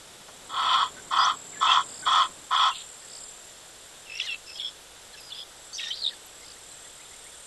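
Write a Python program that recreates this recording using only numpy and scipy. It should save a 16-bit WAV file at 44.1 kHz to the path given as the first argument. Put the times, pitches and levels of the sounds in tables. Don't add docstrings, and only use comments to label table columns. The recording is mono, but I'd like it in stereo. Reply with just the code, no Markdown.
import sys
import numpy as np
from scipy import signal
from scipy.io import wavfile
from scipy.ndimage import uniform_filter1d, minimum_filter1d

SR = 44100
rng = np.random.default_rng(int(sys.argv[2]) if len(sys.argv) > 2 else 0)


def boost_factor(decibels):
    exponent = np.asarray(decibels, float) / 20
    return 10 ** exponent


def dump_mix(stems):
    frames = np.atleast_2d(stems).T
    limited = np.clip(frames, -1, 1)
    pcm = np.round(limited * 32767).astype(np.int16)
    wavfile.write(sys.argv[1], SR, pcm)


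N = 328986

# (frequency [Hz], density [dB per Hz])
HISS_COLOUR = [(12, -32), (20, 3.5), (32, -1), (60, -2), (158, -3.5), (225, -7.5), (354, -2), (489, 2),
               (1100, -2.5), (1430, -1), (2390, -5.5), (3570, 1), (4310, -4), (6630, -5), (7380, -5),
               (12300, -10), (16000, -59), (22000, -120)]
# (time [s], level [dB])
WIND_LEVEL = [(0, -53.5), (.68, -45), (2.29, -46), (2.51, -54.5), (4.5, -61.5), (6.6, -56.5), (7.46, -67)]
# (time [s], count [strokes])
STROKE_COUNT = [(0, -.2), (1, 37.88), (2, 75.95), (3, 113.86), (4, 151.85), (4.6, 174.78), (5.4, 205.3),
                (6.4, 243.7), (7.46, 284)]
# (time [s], level [dB])
CHIRR_LEVEL = [(0, -58), (.22, -58), (.3, -55), (.81, -47), (.95, -49.5), (1.7, -45), (1.89, -40.5),
               (2.2, -44), (2.39, -51.5), (2.88, -43.5), (3.03, -47.5), (3.22, -44), (3.61, -55.5),
               (5.45, -57.5), (5.74, -52.5), (6.3, -53), (6.63, -48.5), (7.46, -54)]
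# (frequency [Hz], width [Hz], level [dB])
WING_MODES = [(6830, 220, -15), (7265, 120, 0), (7590, 115, 1.5), (8105, 130, 0), (8445, 130, -2),
              (8950, 250, -10), (9300, 200, -11)]
# (time [s], tilt [dB per upper overtone], lowest overtones [dB])
FACING_TILT = [(0, -0.5, 4), (1.7, -5.5, 2.5), (2.25, 0.5, 2), (2.9, -2.5, 1), (3.3, -1, 3), (3.45, -3, 5),
               (3.75, 1, 7), (3.9, -0.5, 4.5), (5.5, -1.5, 3.5), (6.7, -1.5, -0.5), (7.46, 3.5, 4)]
# (time [s], effort [dB], upper throat [dB])
RASP_EFFORT = [
    [(0.49, -52, -47), (0.504, -39.5, -45.5), (0.594, -24.5, -33.5), (0.712, -23.5, -26.5),
     (0.742, -19.5, -23), (0.764, -23, -27), (0.828, -22.5, -27.5), (0.878, -39, -42.5), (0.91, -62, -55)],
    [(1.1, -77, -59), (1.112, -29, -41), (1.128, -23, -32.5), (1.16, -25, -32.5), (1.174, -22, -24),
     (1.182, -19, -31), (1.236, -18.5, -27), (1.31, -25, -30), (1.322, -30, -39), (1.36, -44, -53)],
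    [(1.6, -65, -52), (1.612, -35, -33.5), (1.63, -15.5, -26.5), (1.636, -24, -31), (1.722, -19, -21.5),
     (1.772, -20, -27.5), (1.812, -25, -36), (1.823, -40, -38), (1.84, -61, -45)],
    [(2.05, -48, -51), (2.056, -49, -34), (2.064, -23.5, -29), (2.17, -18, -25), (2.22, -19.5, -27),
     (2.26, -33, -36), (2.27, -37, -47), (2.285, -53, -50)],
    [(2.5, -65, -69), (2.512, -25, -35), (2.542, -19.5, -28), (2.59, -24, -27.5), (2.596, -20.5, -22.5),
     (2.676, -19.5, -26.5), (2.696, -24, -30), (2.706, -27, -38), (2.74, -56, -45)],
]
# (frequency [Hz], width [Hz], level [dB])
THROAT_MODES = [(740, 220, -13.5), (1060, 160, 5.5), (1294, 123, 3), (1445, 170, -9.5), (1884, 440, -9.5),
                (2585, 570, -7.5), (3120, 280, 0), (3360, 170, 4.5), (3600, 540, -3.5), (4440, 520, 2.5),
                (5600, 1460, 2)]
TOP_OPENING = [-4, -0.5, 5.5, 2, 3.5]
# (frequency [Hz], width [Hz])
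RASP_NOTCHES = [(2260, 150), (2765, 260)]
# (time [s], peak [dB])
FOLD_SLAPS = [(0.532, -27), (0.576, -19), (0.588, -27), (0.618, -23), (0.667, -16.5), (0.713, -14),
              (0.738, -12), (0.776, -14), (0.804, -13), (0.826, -12), (1.113, -20), (1.123, -17.5),
              (1.161, -19), (1.191, -13), (1.219, -19), (1.249, -20), (1.268, -8.5), (1.299, -11),
              (1.613, -16), (1.626, -15), (1.652, -8), (1.691, -9), (1.719, -11), (1.771, -10),
              (1.788, -13), (2.064, -13), (2.075, -10.5), (2.088, -18), (2.112, -14), (2.135, -19),
              (2.169, -17), (2.199, -20), (2.219, -28), (2.513, -26), (2.524, -16), (2.543, -11),
              (2.597, -12), (2.613, -16), (2.649, -17), (2.678, -25)]
# (time [s], peak [dB])
THROAT_FLARES = [(0.5412, -25), (0.5641, -18), (0.5921, -22), (0.622, -15), (0.6554, -17), (0.6905, -12.5),
                 (0.732, -12.5), (0.7594, -22), (0.7894, -30), (0.8155, -20), (1.1223, -25), (1.163, -22),
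                 (1.2057, -18), (1.2271, -21), (1.2585, -25), (1.2894, -21), (1.6222, -19), (1.6424, -16),
                 (1.6675, -10), (1.7162, -7.5), (1.756, -11.5), (1.8114, -32), (2.0672, -21), (2.082, -14),
                 (2.1094, -24), (2.1294, -14), (2.1587, -14), (2.1894, -17), (2.2194, -14), (2.5117, -32),
                 (2.5252, -22), (2.5474, -31), (2.5631, -14), (2.595, -16), (2.6294, -13), (2.6678, -17),
                 (2.6888, -19)]
# (time [s], length [s], start [Hz], end [Hz], level [dB])
WHEEZE_NOTES = [(0.962, 0.045, 1480, 1550, -47.5), (1.522, 0.048, 2330, 1750, -50),
                (1.543, 0.14, 1673, 1820, -46), (2.021, 0.039, 1530, 1440, -42),
                (4.15, 0.011, 5460, 5450, -40), (4.168, 0.014, 5530, 5600, -35.5),
                (4.179, 0.018, 5500, 3130, -43), (4.217, 0.011, 5100, 5440, -45),
                (6.103, 0.039, 2000, 1660, -48), (5.168, 0.04, 5300, 5280, -52),
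                (4.296, 0.046, 5480, 5430, -46), (4.454, 0.079, 5310, 5170, -46.5),
                (4.529, 0.014, 5170, 5150, -44), (4.54, 0.026, 5170, 5120, -43.5),
                (4.56, 0.024, 5080, 5180, -43), (4.57, 0.03, 5150, 3600, -47),
                (4.547, 0.05, 3250, 3320, -44), (4.629, 0.08, 5310, 5300, -45.5),
                (5.128, 0.02, 4220, 4100, -48), (5.196, 0.028, 4950, 5000, -51),
                (5.22, 0.095, 5020, 4840, -49.5), (5.296, 0.027, 4720, 3600, -48),
                (5.33, 0.026, 3800, 5000, -49), (5.342, 0.1, 4920, 5080, -47),
                (5.728, 0.037, 6300, 6080, -41.5), (5.755, 0.021, 5770, 5700, -38),
                (5.772, 0.021, 5600, 5100, -42), (5.821, 0.1, 5670, 5680, -48),
                (5.902, 0.054, 3310, 4230, -35.5), (5.955, 0.071, 4850, 4580, -42)]
# (time [s], length [s], start [Hz], end [Hz], level [dB])
WHISTLE_NOTES = [(1.186, 0.017, 4640, 4950, -31.5), (1.197, 0.05, 4876, 4940, -31.5),
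                 (1.24, .008, 5050, 5370, -34), (1.247, 0.014, 5600, 6240, -29.5),
                 (1.677, 0.047, 2600, 2760, -30), (2.711, 0.024, 2780, 2790, -39),
                 (5.135, 0.026, 1745, 1650, -51.5), (5.727, 0.038, 4560, 4630, -39.5),
                 (4.273, 0.032, 2970, 2720, -33.5), (4.293, 0.046, 2740, 2654, -33.5),
                 (4.335, 0.029, 2658, 2640, -41)]
# (time [s], length [s], start [Hz], end [Hz], level [dB])
SCOLD_NOTES = [(2.727, 0.1, 3500, 3320, -43), (2.774, 0.09, 3600, 3410, -48),
               (2.732, 0.091, 4450, 4200, -54), (4.191, 0.12, 5510, 5800, -46.5),
               (4.192, 0.068, 3300, 3270, -39), (4.251, 0.12, 3600, 3440, -46),
               (5.949, 0.092, 4950, 4270, -46), (5.333, 0.113, 3400, 3460, -50.5),
               (5.735, 0.084, 5580, 4830, -44), (5.783, 0.12, 3310, 3350, -40),
               (5.791, 0.15, 5430, 5500, -47), (5.91, 0.12, 3820, 4340, -43),
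               (6.028, 0.14, 4100, 3870, -43.5)]
# (time [s], length [s], start [Hz], end [Hz], level [dB])
PEEP_NOTES = [(4.157, .04, 2140, 2090, -53), (3.015, .05, 1840, 1770, -60), (6.415, .04, 2050, 2200, -54),
              (6.425, .03, 4080, 4150, -58), (6.445, .02, 3550, 3650, -55), (6.56, .02, 1800, 2200, -54),
              (6.71, .025, 4130, 4110, -54), (6.74, .014, 2100, 1600, -57), (6.845, .025, 1910, 1960, -53),
              (6.835, .02, 3400, 3500, -55), (6.885, .025, 3500, 3400, -54), (6.99, .03, 1890, 2240, -54),
              (7.015, .025, 2450, 2650, -57), (7.05, .016, 3300, 3950, -52), (7.07, .012, 3900, 3500, -56),
              (7.11, .04, 1950, 2200, -56), (7.245, .05, 1750, 2500, -56), (7.25, .012, 3350, 3650, -54),
              (7.325, .025, 3400, 3450, -54), (4.598, .03, 2300, 2200, -52), (4.604, .022, 4480, 4480, -49),
              (4.58, .022, 2950, 2900, -46), (6.259, .014, 11880, 11580, -49),
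              (5.205, .016, 11700, 10500, -50)]
# (time [s], pitch [Hz], effort [dB])
SONG_PHRASES = [
    [(4.055, 2960, -54), (4.077, 2690, -45.5), (4.121, 2610, -36), (4.195, 2800, -40.5)],
    [(4.195, 2670, -37), (4.201, 2803, -24), (4.21, 2014, -36), (4.221, 1855, -48), (4.235, 2000, -38),
     (4.256, 2125, -31), (4.28, 1715, -42), (4.31, 1370, -43), (4.35, 1323, -36)],
    [(4.465, 2745, -54), (4.502, 2590, -42.5), (4.522, 2640, -45), (4.535, 2640, -56)],
    [(5.172, 2650, -55), (5.18, 2670, -41), (5.205, 2580, -54)],
    [(5.8, 1914, -40), (5.818, 1870, -39), (5.845, 1850, -43.5), (5.857, 1810, -42), (5.875, 1830, -38.5),
     (5.893, 1895, -39), (5.915, 2020, -42)],
]
# (frequency [Hz], level [dB])
BEAK_GAIN = [(1350, -18), (1850, -3), (2200, -14.5), (2750, -0.2), (3700, 3.5), (4350, -15), (5400, -13),
             (6900, -14)]
# (time [s], length [s], start [Hz], end [Hz], level [dB])
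WARBLE_NOTES = [(4.196, 0.019, 3590, 3370, -36), (4.21, 0.013, 3250, 3360, -30),
                (4.215, 0.011, 3180, 2910, -33), (4.233, 0.016, 2980, 3150, -41),
                (4.253, 0.013, 4160, 2900, -44), (4.291, 0.039, 3500, 3270, -39),
                (4.338, 0.013, 3260, 3300, -43), (4.596, 0.0074, 3350, 3250, -29.5),
                (4.603, 0.016, 3280, 3230, -35), (4.589, 0.022, 3600, 3490, -39),
                (4.613, .004, 3200, 3250, -32), (4.615, 0.0087, 3250, 3500, -32),
                (4.6, 0.024, 5440, 5430, -46), (4.626, 0.016, 3380, 3360, -34.5),
                (4.645, 0.017, 3360, 3380, -29.5), (4.662, 0.0075, 3420, 3400, -30),
                (4.669, 0.0099, 3440, 3380, -32), (4.68, 0.0073, 3430, 3380, -32),
                (4.688, 0.0074, 3350, 3400, -37), (4.699, 0.0046, 3400, 3400, -40),
                (4.705, 0.011, 3320, 3520, -51), (5.134, 0.02, 3330, 3320, -50.5),
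                (5.304, 0.019, 2990, 2990, -45), (5.32, 0.015, 3440, 3490, -34),
                (5.338, 0.037, 3190, 3550, -44), (5.375, 0.0092, 3750, 3230, -40),
                (5.385, 0.0062, 3300, 3600, -37), (5.39, .008, 3750, 3050, -36),
                (5.401, 0.0055, 3700, 3300, -33), (5.406, 0.017, 3370, 3300, -39.5),
                (5.425, 0.013, 3240, 3650, -41), (5.779, 0.0127, 3920, 3000, -34.5),
                (5.792, 0.014, 2920, 2510, -34), (5.785, 0.015, 3740, 3740, -38),
                (5.792, 0.011, 2200, 2160, -41.5), (5.905, 0.016, 3080, 3180, -28),
                (5.921, 0.013, 3170, 3220, -35), (6.018, 0.011, 4500, 3870, -29.5),
                (6.028, 0.01, 4030, 4430, -32), (6.038, 0.0058, 4430, 3900, -22.5),
                (6.044, 0.012, 3840, 3640, -25), (6.061, 0.01, 3990, 3370, -22),
                (6.073, .012, 3440, 3880, -24), (6.085, 0.013, 4230, 3020, -31)]
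# (first sweep [s], last sweep [s], first level [dB], last level [dB])
CRICKET_TRILLS = [
    (1.84, 1.874, -54, -54),
    (1.8915, 2.0144, -45, -39),
    (2.9995, 3.084, -54, -49),
    (3.1012, 3.1535, -44, -37),
    (3.1711, 3.1886, -38, -40),
    (3.206, 3.223, -49, -49),
    (3.2406, 3.2406, -40, -40),
    (6.4138, 6.5195, -47, -41),
]
# (low [Hz], high [Hz], depth under loudest neighbour [dB])
DROPOUT_BANDS = [(480, 600, 36), (2150, 2400, 24), (2670, 2860, 15), (4700, 5250, 24), (5300, 6300, 14),
                 (6450, 6750, 17)]


def evened(x):
    return x / np.sqrt(np.mean(abs(x) ** 2) + 1e-20)


def add(mix, s, sound):
    part = mix[round(s * SR):][:len(sound)]
    part += sound[:len(part)]


def resonate(x, hz, width):
    b, a = signal.iirpeak(hz, hz / width, SR)
    return signal.lfilter(b, a, signal.lfilter(b, a, x))


def wander(length, top_hz):
    noise = rng.standard_normal(length + 4000)
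    low_pass = signal.butter(4, top_hz, fs=SR, output="sos")
    return evened(signal.sosfilt(low_pass, noise)[4000:])


def curves(rows):
    s, *columns = np.transpose(rows)
    t = np.arange(s[0], s[-1], 1 / SR)
    return s[0], [np.interp(t, s, c) for c in columns]


def over_scene(rows):
    return np.interp(np.arange(N) / SR, *np.transpose(rows))


def plain_hiss():
    hz = np.fft.rfftfreq(2048, 1 / SR)
    a, b, patches = rng.standard_normal((N // 512 + 5, 1025, 3)).T
    patches = uniform_filter1d(patches, size=20, axis=0)
    patches = evened(uniform_filter1d(patches, size=8, axis=1))
    colour_hz, colour_db = np.transpose(HISS_COLOUR)
    density_db = np.interp(np.log(hz + 1), np.log(colour_hz + 1), colour_db)
    spectrum = (a + 1j * b) * boost_factor(density_db[:, None] + 0.091 * patches)
    wash = signal.istft(spectrum, nperseg=2048, noverlap=1536)[1][:N]
    return boost_factor(-48.5) * evened(wash)


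def wind():
    rumble = evened(resonate(rng.standard_normal(N), 256, 1100))
    return rumble * boost_factor(over_scene(WIND_LEVEL) - 6.5)


def mains_hum():
    t = np.arange(N) / SR
    level_db = np.interp(t, [0, 4, 5.2, 7.46], [-78, -78, -68, -67])
    return np.sin(2 * np.pi * 50.4 * t) * boost_factor(level_db + 2 * wander(N, 3.7))


def katydid():
    t = np.arange(N) / SR
    stroke = (over_scene(STROKE_COUNT) + .015 * wander(N, 1.5) - .49) % 1
    teeth_hz = 430.5 - 15 * stroke
    teeth = (430.5 * stroke - 7.5 * stroke ** 2) / 38 + .004 * wander(N, 25)
    turn_s, tilt_db, low_db = np.transpose(FACING_TILT)
    facing_db, lowest_db = np.interp(t, turn_s, tilt_db), np.interp(t, turn_s, low_db)
    out = np.zeros(N)
    for k in range(16, 23):
        wing = sum(boost_factor(db) / (1 + 2j * (k * teeth_hz - hz) / width) ** 2 for hz, width, db in WING_MODES)
        overtone = (wing * np.exp(2j * np.pi * k * teeth)).real
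        leaves_db = 1.5 * wander(N, 20) + 1.5 * wander(N, 2.5)
        turned_db = np.clip(k - 18, 0, 2 + (k < 22)) * facing_db + (k < 18) * lowest_db
        out += overtone * boost_factor(leaves_db + turned_db)
    swell = np.interp(stroke, [0, .06, .13, .5, .87, .94, 1], [.15, .25, .8, .9, 1, .3, .15])
    out *= swell * boost_factor(.8 * wander(N, 9))
    return evened(out) * boost_factor(over_scene(CHIRR_LEVEL) + 1.0)


def twig_snap():
    t = np.arange(900) / SR
    return boost_factor(-44 - 60 * t / 0.16) * evened(resonate(rng.standard_normal(900), 930, 1500))


def ringing(x):
    power = abs(uniform_filter1d(x ** 2, int(0.013 * SR))) + 1e-12
    return evened(x / power ** (0.22 / 2))


def surging(x, s, db, surges):
    power = uniform_filter1d(x ** 2, int(0.012 * SR)) + 1e-9
    steady = evened(x / power ** (0.19 / 2))
    inside = [(at, peak) for at, peak in surges if s < at < s + len(x) / SR] or [(0, -99)]
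    slap_s, peak_db = np.transpose(inside)
    since = (s + np.arange(len(x)) / SR)[:, None] - slap_s
    after = np.maximum(since, 0)
    rise_s, fall_s, catch_s = 0.0005, 0.0089, 0.0053
    burst = boost_factor(peak_db - 8) * (1 - np.exp(-after / rise_s)) * np.exp(-after / fall_s)
    catch = 1 - 0.17 * np.exp(-((since + catch_s / 2) / catch_s) ** 2).max(1)
    return steady * np.hypot(boost_factor(db - 0.5) * catch, burst.max(1))


def rasp(rows, top_db):
    s, (effort_db, upper_db) = curves(rows)
    length = len(effort_db)
    slaps = rng.choice([-1, 0, 1], length, p=[.01, .98, .01])
    breath = rng.standard_normal(length) * boost_factor(wander(length, 130))
    drive = breath + 0.28 * evened(slaps)
    bands = [(-1) ** k * boost_factor(db) * ringing(resonate(drive, hz, width))
             for k, (hz, width, db) in enumerate(THROAT_MODES)]
    low, high = sum(bands[:5]), sum(bands[5:9])
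    top = evened(bands[9] + bands[10] * boost_factor(top_db + 1.5 * wander(length, 31)))
    voice = surging(low, s, effort_db, FOLD_SLAPS)
    voice += surging(high, s, upper_db, THROAT_FLARES)
    voice += boost_factor((effort_db + upper_db) / 2 - 16) * top
    for hz, width in RASP_NOTCHES:
        voice = signal.lfilter(*signal.iirnotch(hz, hz / width, SR), voice)
    return s, voice * signal.windows.tukey(length, .03)


def membrane(hz, wobble, throb_db, hoarse):
    length = len(hz)
    phase = 2 * np.pi * np.cumsum(hz * (1 + wobble * wander(length, 207))) / SR
    throb = boost_factor(throb_db * np.minimum(wander(length, 143), 1))
    gain = evened(throb * (1 + hoarse * wander(length, 740)))
    return phase, np.sqrt(2) * gain * signal.windows.tukey(length, min(1, 200 / length))


def syllable(length_s, hz_start, hz_end, db, **voice):
    phase, gain = membrane(np.linspace(hz_start, hz_end, int(length_s * SR)), **voice)
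    return boost_factor(db) * gain * np.sin(phase)


def flutter(length, depth):
    beat = np.cumsum(58 * (1 + .15 * wander(length, 40))) / SR % 1
    return evened(1 - depth * np.exp(-((beat - .5) / .16) ** 2))


def fading(length):
    u = np.linspace(0, 1, length)
    return np.minimum(u / .12, 1) * np.minimum((1 - u) / .45, 1) * boost_factor(1 + 2.5 * wander(length, 45))


def bird_notes(out):
    for s, *shape in WHEEZE_NOTES:
        note = syllable(*shape, wobble=.011, throb_db=3, hoarse=.4)
        add(out, s, note * flutter(len(note), depth=.5) * signal.windows.tukey(len(note), .4))
    for s, *shape in WHISTLE_NOTES:
        note = syllable(*shape, wobble=.005, throb_db=2, hoarse=.2)
        add(out, s, note * signal.windows.tukey(len(note), .3))
    for s, *shape in SCOLD_NOTES:
        note = syllable(*shape, wobble=.045, throb_db=2, hoarse=2.5)
        add(out, s, note * fading(len(note)))
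    for s, *shape in PEEP_NOTES:
        add(out, s, syllable(*shape, wobble=.012, throb_db=3.5, hoarse=.35) * boost_factor(-1))
    for s, *shape in WARBLE_NOTES:
        add(out, s, syllable(*shape, wobble=.018, throb_db=1.6, hoarse=.2))


def bird_song(out):
    for rows in SONG_PHRASES:
        s, (hz, db) = curves(rows)
        phase, gain = membrane(hz, wobble=.011, throb_db=3, hoarse=.45)
        if hz.min() > 1700:
            gain = gain * flutter(len(hz), depth=.75 if hz.min() > 2200 else .65)
        for k, start_db in [(1, 0), (2, 0), (3, -4.5)]:
            beak_db = np.interp(k * hz, *np.transpose(BEAK_GAIN), right=-99)
            add(out, s, gain * boost_factor(db + start_db + beak_db) * np.sin(k * phase))


def cricket(out):
    t = np.arange(480) / SR
    for first, last, db_first, db_last in CRICKET_TRILLS:
        sweeps = round((last - first) * 57) + 1
        for s, db in zip(np.linspace(first, last, sweeps), np.linspace(db_first, db_last, sweeps)):
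            top_hz = 5500 * rng.uniform(.99, 1.01)
            sweep = np.sin(2 * np.pi * (top_hz * t - 58000 * t ** 2))
            sweep *= signal.windows.tukey(480, .7) * boost_factor(2 * wander(480, 300))
            add(out, s - .0054, boost_factor(db - 1) * sweep)


def tree_echo(x):
    t = np.arange(9000) / SR
    trees = rng.standard_normal(9000) * boost_factor(-60 * t / 0.29) * (t > .008)
    return signal.oaconvolve(x, trees / np.linalg.norm(trees))[:N]


def scene():
    floor = plain_hiss() + wind() + mains_hum()
    chirr = katydid()
    callers = np.zeros(N)
    add(callers, .283, twig_snap())
    for rows, top_db in zip(RASP_EFFORT, TOP_OPENING):
        add(callers, *rasp(rows, top_db))
    bird_notes(callers)
    bird_song(callers)
    cricket(callers)
    mono = callers + boost_factor(-1) * chirr + floor
    mono += boost_factor(-25.5) * tree_echo(callers + boost_factor(17) * chirr)
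    return np.array([mono, mono])


def dropouts(x):
    hz, t, z = signal.stft(x, SR, nperseg=1024, noverlap=768)
    bands, centre = z[:512].reshape(128, 4, -1), hz[2:512:4, None]
    power = uniform_filter1d((abs(bands) ** 2).mean(1), size=4, axis=1)
    power_db = 10 * np.log10(power + 1e-14)
    under_db = -minimum_filter1d(-power_db, size=35, axis=0) - power_db
    margin_db = np.full(centre.shape, 99.)
    for low_hz, high_hz, db in DROPOUT_BANDS:
        margin_db[(centre > low_hz) & (centre < high_hz)] = db
    luck = uniform_filter1d(rng.standard_normal(power_db.shape), size=10, axis=1)
    luck = evened(uniform_filter1d(luck, size=2, axis=0))
    empty = np.minimum(under_db - margin_db, 7) / 5 + luck - 1.45
    treble = centre[:, 0] > 9000
    speckle = evened(uniform_filter1d(rng.standard_normal(power_db.shape), size=8, axis=1))
    empty[treble] = speckle[treble] - 1.5
    loud_db = power_db.max(0) - np.median(power_db.max(0))
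    empty += (centre > 9000) * np.clip(loud_db, 0, 28) / 20
    z[:512] *= np.repeat(np.clip(1 - 4 * empty, .03, 1), 4, axis=0)
    z[hz > 12330] = 0
    z[hz > 12000] *= .25 * (luck[60] > .9)
    filled = np.zeros(z.shape)
    for s, low_hz, wide_hz in rng.uniform([0, 4200, 1000], [7.4, 10200, 2500], size=(27, 3)):
        filled[np.ix_((hz > low_hz) & (hz < low_hz + wide_hz), abs(t - s) < .012)] = 1
    other = np.roll(z, 40, axis=1)
    alike = (abs(z) < 3 * abs(other)) & (abs(z) * 3 > abs(other))
    side = .6 * filled * other * alike
    return signal.istft(np.array([z + side, z - side]), nperseg=1024, noverlap=768)[1][:, :N]


def roll_off(x):
    return signal.sosfilt(signal.butter(12, 12610, fs=SR, output="sos"), x)


def record(dry):
    preamp = 0.58 * np.tanh(dry.mean(0) / 0.61)
    mix = dropouts(preamp)
    return roll_off(mix)


dry = scene()
out = record(dry)
dump_mix(out)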